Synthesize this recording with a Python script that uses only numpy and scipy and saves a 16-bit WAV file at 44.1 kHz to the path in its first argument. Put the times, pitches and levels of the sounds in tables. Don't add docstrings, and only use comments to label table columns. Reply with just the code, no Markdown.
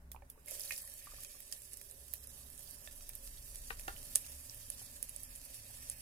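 import sys
import numpy as np
from scipy import signal
from scipy.fft import rfft, irfft, next_fast_len
from scipy.io import wavfile
from scipy.ndimage import uniform_filter1d, minimum_filter1d, map_coordinates

SR = 44100
rng = np.random.default_rng(int(sys.argv[2]) if len(sys.argv) > 2 else 0)


def int16_out(signal):
    q = np.round(np.clip(np.atleast_2d(signal).T, -1, 1) * 32767)
    wavfile.write(sys.argv[1], SR, q.astype(np.int16))


def nominal_scale(level):
    x = np.asarray(level, float) / 20
    return 10 ** x


N = 265261


def unit(x):
    return x / np.sqrt(np.mean(x ** 2) + 1e-20)


def along(points, hz):
    f, v = np.transpose(points)
    return np.interp(np.log(hz + 1), np.log(f + 1), v)


def curves(rows):
    s, *cols = np.transpose(rows)
    return [np.interp(np.arange(N) / SR, s, c) for c in cols]


def wobble(rate):
    return map_coordinates(rng.standard_normal(N // 256), [np.arange(N) * rate / SR])


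def filtered(x, response):
    m = next_fast_len(x.shape[-1] + 8192)
    spectrum = rfft(x, m) * response(np.fft.rfftfreq(m, 1 / SR))
    return irfft(spectrum, m)[..., :x.shape[-1]]


def ears(pan_db):
    return nominal_scale(np.array([pan_db / 2, -pan_db / 2]))


def late(f, seconds):
    return np.exp(-2j * np.pi * f * seconds)


def scatter(t60, size=4096):
    tail = rng.standard_normal((2, size)) * nominal_scale(-60 * np.arange(size) / SR / t60)
    return tail / np.linalg.norm(tail, axis=1)[:, None]


def add(track, sound, s):
    part = track[:, round(s * SR):][:, :sound.shape[1]]
    part += sound[:, :part.shape[1]]


def patchy(x, gain):
    hz, _, z = signal.stft(x, SR, nperseg=1024)
    field = rng.standard_normal(z.shape[1:])
    field = uniform_filter1d(field, 4, 0)
    field = uniform_filter1d(field, 5, 1)
    return signal.istft(z * gain(hz[:, None], unit(field)), SR, nperseg=1024)[1][:, :N]


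def hum(hz, wander):
    return np.sqrt(2) * np.sin(2 * np.pi * np.cumsum(hz * (1 + wander * wobble(7))) / SR)


# loudest_s, length_s, firing_hz, level_db
ENGINES = [(0.156, 0.27, 64.8, -56), (1.102, 0.21, 25, -62), (2.245, 0.68, 66.8, -60),
           (3.62, 1.21, 27.17, -54.5), (3.5, 0.57, 45.2, -58), (4.339, 0.19, 70.1, -56),
           (5.153, 0.56, 37.84, -57), (5.905, 0.53, 64, -62), (0.08, 0.22, 164.4, -69),
           (2.0, 0.35, 192, -78), (3.399, 0.22, 108.6, -64), (4.697, 0.59, 112.3, -67.5),
           (5.652, 0.21, 108, -65)]


def engines():
    glide_per_s, octave_db, octave_under_hz = 0.055, -8, 45
    t, out = np.arange(N) / SR, 0
    for s, length, hz, db in ENGINES:
        phase = 2 * np.pi * np.cumsum(hz * (1 + glide_per_s * (t - s) + 0.0207 * wobble(5))) / SR
        swell = np.exp(-(2 * (t - s) / length) ** 4)
        octave = (hz < octave_under_hz) * nominal_scale(octave_db) * np.sin(2 * phase)
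        out = out + nominal_scale(db + 0.5 + 1.9 * wobble(5.9)) * swell * (np.sin(phase) + octave)
    return out


# freq_hz, correlation
LIKENESS = [(60, 0.95), (150, 0.92), (380, 0.85), (950, 0.095), (2380, -0.79), (5980, -0.13), (15000, 0.1)]


def rush(spectrum):
    turn = lambda f: np.arccos(np.clip(along(LIKENESS, f), -1, 1)) / 2
    shape = lambda f: nominal_scale(along(spectrum, f)) * [np.cos(turn(f)), np.sin(turn(f))]
    mid, side = filtered(rng.standard_normal((2, N)), shape)
    return unit(np.array([mid + side, mid - side]))


# freq_hz, density_db
KITCHEN = [(53, 1.5), (90, -0.5), (199, -13), (261, -5), (326, -21.5), (388, -17.5), (500, -19.5),
           (568, -13.5), (655, -18), (1340, -21), (1620, -19), (1780, -22.5), (2190, -23), (2560, -44),
           (4000, -41), (5200, -73), (8800, -120)]
# freq_hz, density_db
HANDLING = [(8.8, -54), (15, -14), (32, -0.5), (61, 1), (91, -13), (118, -3), (160, -13), (210, -53),
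            (350, -120)]
# time_s, gain_db
KITCHEN_SWELL = [(0, 0.5), (0.5, 0), (0.9, -3), (1.8, -4), (2.2, 2), (3.1, -1), (3.8, 3), (4.6, 0.5), (6.01, 1)]


def background():
    tremor_db, rumble_db, kitchen_db = -68, -68, -73.5
    hiss = nominal_scale(-76) * filtered(rng.standard_normal((2, N)), lambda f: 1 / (1 + (f / 16100) ** 60))
    gusts, drift = 4 * wobble(5), .8 * wobble(5)
    low = nominal_scale(tremor_db + gusts) * hum(hz=25, wander=0.093)
    low = low + nominal_scale(rumble_db - 5.5 + 2.7 * wobble(2.0)) * hum(hz=65.5, wander=0.081)
    low = low + nominal_scale(np.linspace(-82, -72, N) + 0.99 * wobble(1.97)) * hum(hz=112.5, wander=0.042)
    handling = nominal_scale(rumble_db - 1.5) * rush(HANDLING)
    kitchen = nominal_scale(kitchen_db + 9.0 + drift + curves(KITCHEN_SWELL)[0]) * rush(KITCHEN)
    return low + engines() + handling + kitchen + hiss


# time_s, level_db
MOTOR = [(0, -80.5), (0.55, -77.5), (0.8, -87.5), (1.5, -81.5), (1.8, -74.5), (2.3, -81.5), (2.6, -81.5),
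         (4.0, -82), (4.3, -99), (6.01, -94)]


def motor():
    hz, width_hz = 398, 53
    band = lambda f: (1j * f * width_hz / (hz ** 2 - f * f + 1j * f * width_hz)) ** 2
    return nominal_scale(curves(MOTOR)[0]) * unit(filtered(rng.standard_normal(N), band))


# freq_hz, width_hz, level_db
POT = [(575, 50, 0), (1770, 130, -1), (2520, 350, -4)]


def pot_air(f, modes=POT):
    out = 0
    for k, (c, w, db) in enumerate(modes):
        out = out + (-1) ** k * nominal_scale(db) * 1j * f * w / (c * c - f * f + 1j * f * w)
    return out


def paths(f, shift=0):
    left = .4 * late(f, .00016) + .9 * late(f, .00046 + shift) + .3 * late(f, .0019 + 3 * shift)
    right = 1 + .3 * late(f, .0015 + 3 * shift)
    return np.array([left, right])


def bubbles(rate, spread_db, clump_db):
    chance, size, sign = rng.random(N), rng.exponential(size=N), rng.standard_normal(N)
    size = np.minimum(size, 5)
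    level = nominal_scale(spread_db * size + clump_db * wobble(40))
    return unit((chance < rate / SR) * np.sign(sign) * level)


def gurgle(modes, level_db, pan_db):
    kicks = bubbles(rate=1200, spread_db=-0.5, clump_db=1.5)
    coarse = unit(filtered(kicks, lambda f: pot_air(f, modes))) * nominal_scale(level_db)
    near = filtered(coarse, lambda f: np.array([late(f, 0.00033), 1 + 0 * f]))
    far = signal.fftconvolve(coarse[None], scatter(0.12), axes=1)[:, :N]
    return ears(pan_db)[:, None] * (0.89 * near + 0.27 * far)


# time_s, vigour_db, coarse_db re vigour, left_minus_right_db
FRY = [(0.0, -83, -15, -4), (0.3, -81.5, -12, -5), (0.462, -70.5, -9, -10), (0.476, -56.5, -7, -3),
       (0.526, -49, -22, -5.5), (0.79, -54, -20, 1), (0.9, -57, -28, -2.5), (1.06, -58.5, -12.5, -2),
       (1.28, -56, -17.5, -3), (1.4, -60, -15.5, -3.5), (1.8, -61, -27, -6.5), (2.7, -59.5, -28, -6),
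       (3.4, -58, -24, -3), (3.9, -57.5, -20.5, -4), (4.22, -55, -19.5, -2.5), (4.5, -57, -21.5, -3),
       (5.12, -58, -19.5, -3.5), (6.01, -56, -17, -3)]
# time_s, level_db re vigour
HANDFULS = [
    (0.53, 0),
    (0.575, -1),
    (0.63, 0.5),
    (0.68, -0.5),
    (0.715, 6),
    (0.755, 2),
    (0.79, 2),
    (0.835, 1),
    (0.9, 0.5),
]
# bubble_hz, flicker_db
SPOTS = [(4170, 2), (6150, 2.5), (8320, 1.2), (9400, 0.5), (11500, 1.5), (14600, 3), (10500, 1.2)]
# freq_hz, density_db
FIZZ = [(940, -13), (1600, -16), (1750, -3), (2210, -14), (2610, -6), (4080, -8.5), (5210, -4.5),
        (6460, -5), (7200, -4), (10600, 1), (15400, -5.5), (16000, -19), (16500, -55)]
# freq_hz, level_db
FIZZ_LEFT = [(600, -11), (2500, -0.5), (5000, 2.5), (9000, -2), (15000, -10.5)]


def frying():
    crackle_db, patch_db = -7.5, 1.8
    lowest_db, lowest_follows = -74.5, 0.64
    tumble_s, tumble_db, tumble_fade_s = 0.44, 12.5, 0.2
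    fizz_db, coarse_db, pan_db = curves(FRY)
    fizz_db = fizz_db + curves(HANDFULS)[0]
    fizz = 0
    for hz, flicker_db in SPOTS:
        flicker = nominal_scale(flicker_db * (wobble(14) / 2 + wobble(55)))
        fine = flicker * bubbles(rate=2500, spread_db=3.5, clump_db=3.0)
        shift, tail = rng.uniform(-.0003, .0002), scatter(.05)
        grid_hz, echo = np.linspace(0, SR / 2, 4097), rfft(tail, 8192)
        size = lambda f: 0.47 + 1 / (1 + ((f - hz) / (0.28 * hz)) ** 2)
        spread = lambda f: np.array([np.interp(f, grid_hz, e) for e in echo])
        heard = lambda f: size(f) * (.62 * paths(f, shift) + .8 * spread(f))
        fizz = fizz + filtered(nominal_scale(fizz_db) * fine, heard)
    crackle = bubbles(rate=170, spread_db=5.5, clump_db=-2.0)
    fizz = fizz + filtered(nominal_scale(fizz_db + crackle_db) * crackle, paths)

    colour = lambda f: nominal_scale(along(FIZZ, f)) * nominal_scale([along(FIZZ_LEFT, f), 0 * f])
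    norm = np.sqrt(np.mean(nominal_scale(along(FIZZ, np.linspace(1, SR / 2, 999))) ** 2))
    fizz = patchy(filtered(fizz, colour), lambda hz, field: unit(nominal_scale(patch_db * field))) / norm
    fizz = nominal_scale(-4.0) * ears(pan_db) * fizz

    low_db = lowest_db + lowest_follows * (fizz_db - np.median(fizz_db)) + 2 * wobble(9)
    since = np.arange(N) / SR - tumble_s
    low_db = low_db + tumble_db * (since > 0) * np.exp(-np.abs(since) / tumble_fade_s)
    upper = gurgle(POT[1:], fizz_db + coarse_db + 4.5 + 1.2 * wobble(8), -7.5)
    return fizz + upper + gurgle(POT[:1], low_db, -0.51)


# start_s, peak_db, pitch_hz, left_minus_right_db
TAPS = [(0.1166, -56, 3430, -8), (0.299, -59.5, 3590, -10), (0.2999, -71, 2400, -6), (1.524, -58, 3140, -8),
        (2.136, -54.5, 4140, -1), (0.378, -68, 1140, -13), (0.357, -64, 905, -5), (0.392, -70, 1510, -2.5),
        (0.44, -77, 890, -6), (0.375, -56.5, 440, 5), (0.515, -49, 550, -8), (0.618, -63, 570, -2),
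        (4.815, -58.5, 776, 5), (5.7, -57.5, 750, 2), (0.875, -58, 1880, 14), (1.017, -60, 1850, 1),
        (1.061, -60, 1820, 0), (1.0706, -47.5, 1170, -2), (1.118, -57, 1210, -6), (1.136, -55, 563, -2),
        (1.144, -56, 1750, 9), (1.184, -57.5, 1170, 1), (1.248, -55, 2500, -14), (1.347, -62.5, 1140, 3),
        (3.963, -53.5, 2940, -16), (4.245, -52, 2730, -2)]


def taps():
    out, t = np.zeros((2, N)), np.arange(4096) / SR
    for s, db, hz, pan_db in TAPS:
        hollow = 1000 < hz < 1300
        t60, air_db = (.085, -17) if hollow else (0.058, -4)
        band = lambda f: 1j * f * hz * .6 / (hz * hz - f * f + 1j * f * hz * 0.83)
        rough = filtered(scatter(t60 * 2), lambda f: band(f) ** 3)
        kick = filtered(scatter(t60 * 0.15), lambda f: band(f) * pot_air(f))
        ring = np.sin(2 * np.pi * hz * t) * nominal_scale(-60 * t / (t60 / 2))
        mix = ring + .35 * rough / rough.max() + nominal_scale(air_db) * kick / kick.max()
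        onset = 1 - np.exp(-t * hz / 0.12)
        add(out, nominal_scale(db + 1.0) * ears(pan_db)[:, None] * mix * onset, s + 0.00065)
    return out


# start_s, peak_db (right), bubble_hz, life_cycles, air_db re peak
POPS = [(0.1171, -21, 11900, 0.57, -40), (0.3005, -24, 11700, 2.1, -38), (1.2479, -22.5, 7400, 0.72, -37),
        (1.4042, -22, 12700, 1, -24.5), (1.7336, -21.5, 9700, 1.9, -45), (1.7719, -23, 10300, 1.2, -42),
        (1.8142, -21, 11400, 0.68, -23), (2.1374, -9.5, 12900, 1.34, -29.5), (2.8751, -29, 3300, 0.29, -19),
        (3.0926, -16, 13280, 0.97, -43), (3.153, -19.5, 11300, 2.1, -46), (3.5576, -22, 8900, 1.9, -28),
        (4.1571, 1.5, 9360, 1.45, -32.5), (4.2644, -23.5, 9300, 0.5, -41), (4.4967, -28.5, 5500, 2.4, -31),
        (4.7019, -14, 9700, 2.1, -28), (5.0277, -12, 10200, 2, -33), (5.0939, -20.5, 10300, 2.2, -31),
        (5.1629, -19.5, 9400, 2.3, -47), (5.2334, -22, 10700, 3, -37), (5.8992, -13.5, 9300, 2.5, -46.5)]
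# start_s, peak_db, bubble_hz, air_db re peak
SPLASHES = [(0.4831, -29.5, 10700, -13), (0.5953, -25.5, 11400, -27), (0.707, -27.5, 10500, -20),
            (0.722, -22, 5400, -33), (0.7777, -24, 10500, -37), (0.9926, -38, 7450, -22),
            (1.074, -44, 9300, -26), (1.2345, -28, 9250, -32), (1.5244, -20.5, 7800, -43),
            (1.6189, -33.5, 8950, -22), (2.0815, -34.5, 8700, -28), (3.5466, -32, 12100, -22),
            (3.6185, -38, 9500, -28), (3.7951, -27, 9250, -12), (3.8795, -29, 6500, -1.5),
            (4.1195, -45, 11800, -5), (4.1522, -19, 8900, -33), (4.2964, -41, 11500, -18),
            (4.9128, -36, 9700, -24), (5.0895, -46, 10500, -31), (5.353, -31.5, 9500, -32)]
# start_s, peak_db, bubble_hz
TICKS = [(0.46, -28, 11300), (0.51, -21, 11000), (0.531, -43, 9500), (0.539, -35, 10000),
         (0.553, -27, 10000), (0.606, -27, 9550), (0.608, -28.5, 5300), (0.617, -22, 10000),
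         (0.635, -35, 10500), (0.8202, -22, 11500), (0.876, -26, 10400), (0.939, -24.5, 12700),
         (1.206, -29, 11000), (1.319, -33, 11300), (1.516, -26, 11000), (1.3533, -33, 11400),
         (1.912, -25.5, 9350), (2.2726, -24, 10300), (2.36, -44, 10600), (2.502, -27, 11300),
         (2.578, -28, 9000), (2.71, -27.5, 9000), (2.7102, -28, 12900), (2.9264, -28, 11100),
         (4.5456, -25.5, 12800), (5.042, -29, 11600), (5.2041, -32, 12700), (5.3593, -25, 9450),
         (5.452, -27, 11800), (5.5442, -25.5, 8800), (1.4965, -37, 8800), (1.74, -26, 7950),
         (2.432, -47.5, 4500), (2.593, -27, 9050), (2.642, -30, 12000), (2.675, -42.5, 4600),
         (2.962, -30, 11500), (3.009, -39, 6000), (3.79, -42, 5130), (5.807, -38, 10500),
         (5.834, -37, 11500), (5.889, -32, 9500), (5.941, -32.5, 13000), (5.983, -33, 10500),
         (0.851, -30, 10500), (0.899, -28, 11000), (0.786, -26, 10500), (1.5253, -27, 5200),
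         (1.452, -40, 7500), (1.899, -31, 11000), (2.13, -32, 10000), (2.316, -44, 4200),
         (0.636, -30, 5630), (0.677, -37, 4240), (0.763, -32, 5400)]


def bursts():
    pour_s, still_db, poured_db = .45, -19.5, -26
    out = []
    for s, db, hz, cycles, air_db in POPS:
        out.append((s, db, hz, air_db, cycles, still_db if s < pour_s else poured_db))
    for s, db, hz, air_db in SPLASHES:
        out.append((s, db, hz, air_db, 2 * (hz / 10 ** 4) ** 2, -12))
    for s, db, hz in TICKS:
        out.append((s, db, hz, -31.5, 1.7 * max(1, 8000 / hz), -28.5))
    return out


def pops():
    out, t = np.zeros((2, N)), np.arange(4096) / SR
    kick = filtered(1.0 * (t == 0), lambda f: pot_air(f, POT[1:]) + 1.18 * pot_air(f, POT[:1]))
    kick = kick / np.abs(kick).max() * [[.6], [1]]
    shadow = lambda f: paths(f) * nominal_scale([along(FIZZ_LEFT, f) - 6.5, 0 * f])
    landing = 1 - np.exp(-t / .004)
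    for s, db, hz, air_db, cycles, spatter_db in bursts():
        u = t * hz / (.6 * cycles)
        snap = np.sin(2 * np.pi * hz * t) * (u * np.exp(1 - u) + 0.014 * np.exp(-u / 4))
        drops = scatter(.14) * nominal_scale(3 * rng.standard_normal(len(t) // 64).repeat(64))
        size = lambda f: 0.41 + 1.02 / (1 + ((f - 1.1 * hz) / (0.34 * hz)) ** 2)
        colour = lambda f: nominal_scale(0.97 * along(FIZZ, f)) * size(f)
        spray = landing * filtered(drops + 5.14 * scatter(0.012), colour) * [[.6], [1]]
        burst = filtered(snap, shadow) + nominal_scale(spatter_db + 24) * spray + nominal_scale(air_db - 3) * kick
        add(out, nominal_scale(db - 2.5) * burst, s)
    return out


# start_s, peak_db, pitch_hz, left_minus_right_db, t60_s
KNOCKS = [(0.1468, -39.5, 880, -9.5, 0.012), (0.1625, -44.5, 920, -15, 0.012),
          (0.1626, -50, 2500, -14, 0.0077), (0.2218, -47, 815, -9, 0.013), (0.222, -59, 1790, -9, 0.036),
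          (0.222, -59, 2300, -12, 0.012), (0.225, -57.5, 560, -11, 0.075),
          (0.7077, -30, 2470, -12.5, 0.018), (0.7077, -40.5, 1850, -8, 0.065),
          (0.7073, -45, 3180, -6, 0.011), (0.7095, -35.5, 2150, -9, 0.02), (0.74, -46, 2520, 3, 0.034),
          (0.477, -54.5, 2150, -4, 0.071), (0.841, -56, 1040, -5, 0.015), (2.8744, -53.5, 1763, -9, 0.064),
          (2.8742, -54, 590, -2.5, 0.074), (2.8742, -47.5, 3570, -10, 0.017),
          (2.8735, -50, 2660, -10, 0.02), (3.0997, -50, 2400, 1.5, 0.0096), (3.0995, -58, 1770, -4, 0.027),
          (3.796, -50, 2630, 0, 0.0069), (3.7952, -57, 1840, 3, 0.0097), (3.009, -56, 1340, -6, 0.01),
          (3.009, -52, 2600, -10, 0.0069), (2.1365, -51, 2540, -8, 0.02)]


def knocks():
    edge_cycles, tail_db, tail_s = 0.39, -5.5, 0.13
    out, t = np.zeros((2, N)), np.arange(4096) / SR
    for s, db, hz, pan_db, t60 in KNOCKS:
        onset = 1 - np.exp(-t * hz / edge_cycles)
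        ring = np.sin(2 * np.pi * hz * t) * nominal_scale(-60 * t / t60) * onset
        tail = signal.fftconvolve(ring[None], scatter(tail_s), axes=1)[:, :len(t)]
        add(out, nominal_scale(db) * ears(pan_db)[:, None] * (ring + nominal_scale(tail_db) * tail), s)
    return out


# start_s, peak_db, left_minus_right_db, tilt_db per octave, thud_hz
BUMPS = [
    (3.704, -24, 9.5, 0.9, 1400),
    (3.8796, -22.5, -3, 1.5, 800),
]
# freq_hz, level_db, t60_s
EDGE_FIRST = [(462, -9, 0.048), (790, -6, .03), (1180, -6.5, 0.027), (1545, -1, 0.023), (1820, 2, 0.02),
              (2520, -0.5, 0.017), (2710, -8, .025), (3600, -18, 0.017), (4140, -14, .02),
              (4750, -22, 0.016)]
# freq_hz, level_db, t60_s
FLAT_DOWN = [(405, -14, 0.063), (480, -13, 0.046), (778, -5.5, 0.048), (1150, -9, .03), (1398, -4.5, 0.057),
             (1770, -4, .028), (2715, -7.5, .025), (2785, -12, 0.033), (3170, -21, 0.026),
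             (4000, -24, 0.018)]


def bowl():
    longest_s = 0.075
    out, t = np.zeros((2, N)), np.arange(4096) / SR
    for (s, db, pan_db, tilt_db, thud_hz), modes in zip(BUMPS, (EDGE_FIRST, FLAT_DOWN)):
        ring = 0
        for hz, level, t60 in modes:
            mode_db = level + tilt_db * np.log2(hz / 1200) + 7 - 60 * t / min(t60, longest_s)
            ring = ring + nominal_scale(mode_db) * np.sin(2 * np.pi * hz * t)
        crack = filtered(scatter(0.032)[0], lambda f: 4 / (1 + (f / 4500) ** 4))
        dull = lambda f: 1j * f * thud_hz / (thud_hz ** 2 - f * f + 1j * f * thud_hz * 0.6)
        thud = filtered(scatter(0.066)[0], dull)
        ring = (ring + 6.6 * thud) * (1 - np.exp(-t / 0.0017)) + 2.9 * crack
        struck = 0.92 * ring + 9 * thud + 4 * crack
        echo = signal.fftconvolve(struck[None], scatter(0.18, size=8192), axes=1)
        add(out, nominal_scale(db - 14.0) * ears(pan_db)[:, None] * np.array([ring, np.roll(ring, 12)]), s)
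        add(out, nominal_scale(db - 22.5) * echo, s + .004)
    return out


def scene():
    return frying() + pops() + taps() + bowl() + background() + motor() + knocks()


def spared(dry, low_hz, high_hz, over_db):
    band = filtered(dry.sum(0), lambda f: (f > low_hz) & (f < high_hz))
    power = np.abs(uniform_filter1d(band ** 2, 128))
    return minimum_filter1d(1. * (power < nominal_scale(2 * over_db) * np.median(power)), round(.05 * SR))


# freq_hz, chance_threshold
THINNED = [(2300, -3.2), (3300, -1.7), (4400, -1.6), (5300, -2), (6600, -1.75), (7400, -2), (8600, -3),
           (12000, -3), (13500, -2.3), (16000, -2.1)]
THINNED_DB = -32


def dropped(x, strain):
    bins, frames = 11, 4
    hz, _, z = signal.stft(x, SR, nperseg=2048, noverlap=1536)
    rows, cols = z.shape[1:]
    field = rng.standard_normal((rows, cols))[::bins, ::frames]
    field = field.repeat(bins, 0).repeat(frames, 1)[:rows, :cols]
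    lost = field < along(THINNED, hz[:, None]) + .55 + strain[:cols]
    return signal.istft(z * nominal_scale(THINNED_DB * lost), SR, nperseg=2048, noverlap=1536)[1][:, :N]


def top_cut(x):
    return signal.sosfilt(signal.butter(12, 16980, fs=SR, output="sos"), x)


def record(dry):
    fade = np.exp(-1 / (.09 * SR))
    strain = signal.lfilter([1 - fade], [1, -fade], 1 - spared(dry, 5000, 16000, 9))
    strain = np.pad(strain, (0, 4096))[::512]
    thinned = patchy(dry, lambda hz, field: nominal_scale(THINNED_DB * (field < along(THINNED, hz))))
    thinned = dropped(thinned, strain)
    calm = spared(dry, 700, 5000, 9) * spared(dry, 5000, 16000, 15)
    calm = uniform_filter1d(calm, 256)
    return top_cut(calm * thinned + (1 - calm) * dry)


dry = scene()
out = record(dry)
int16_out(out)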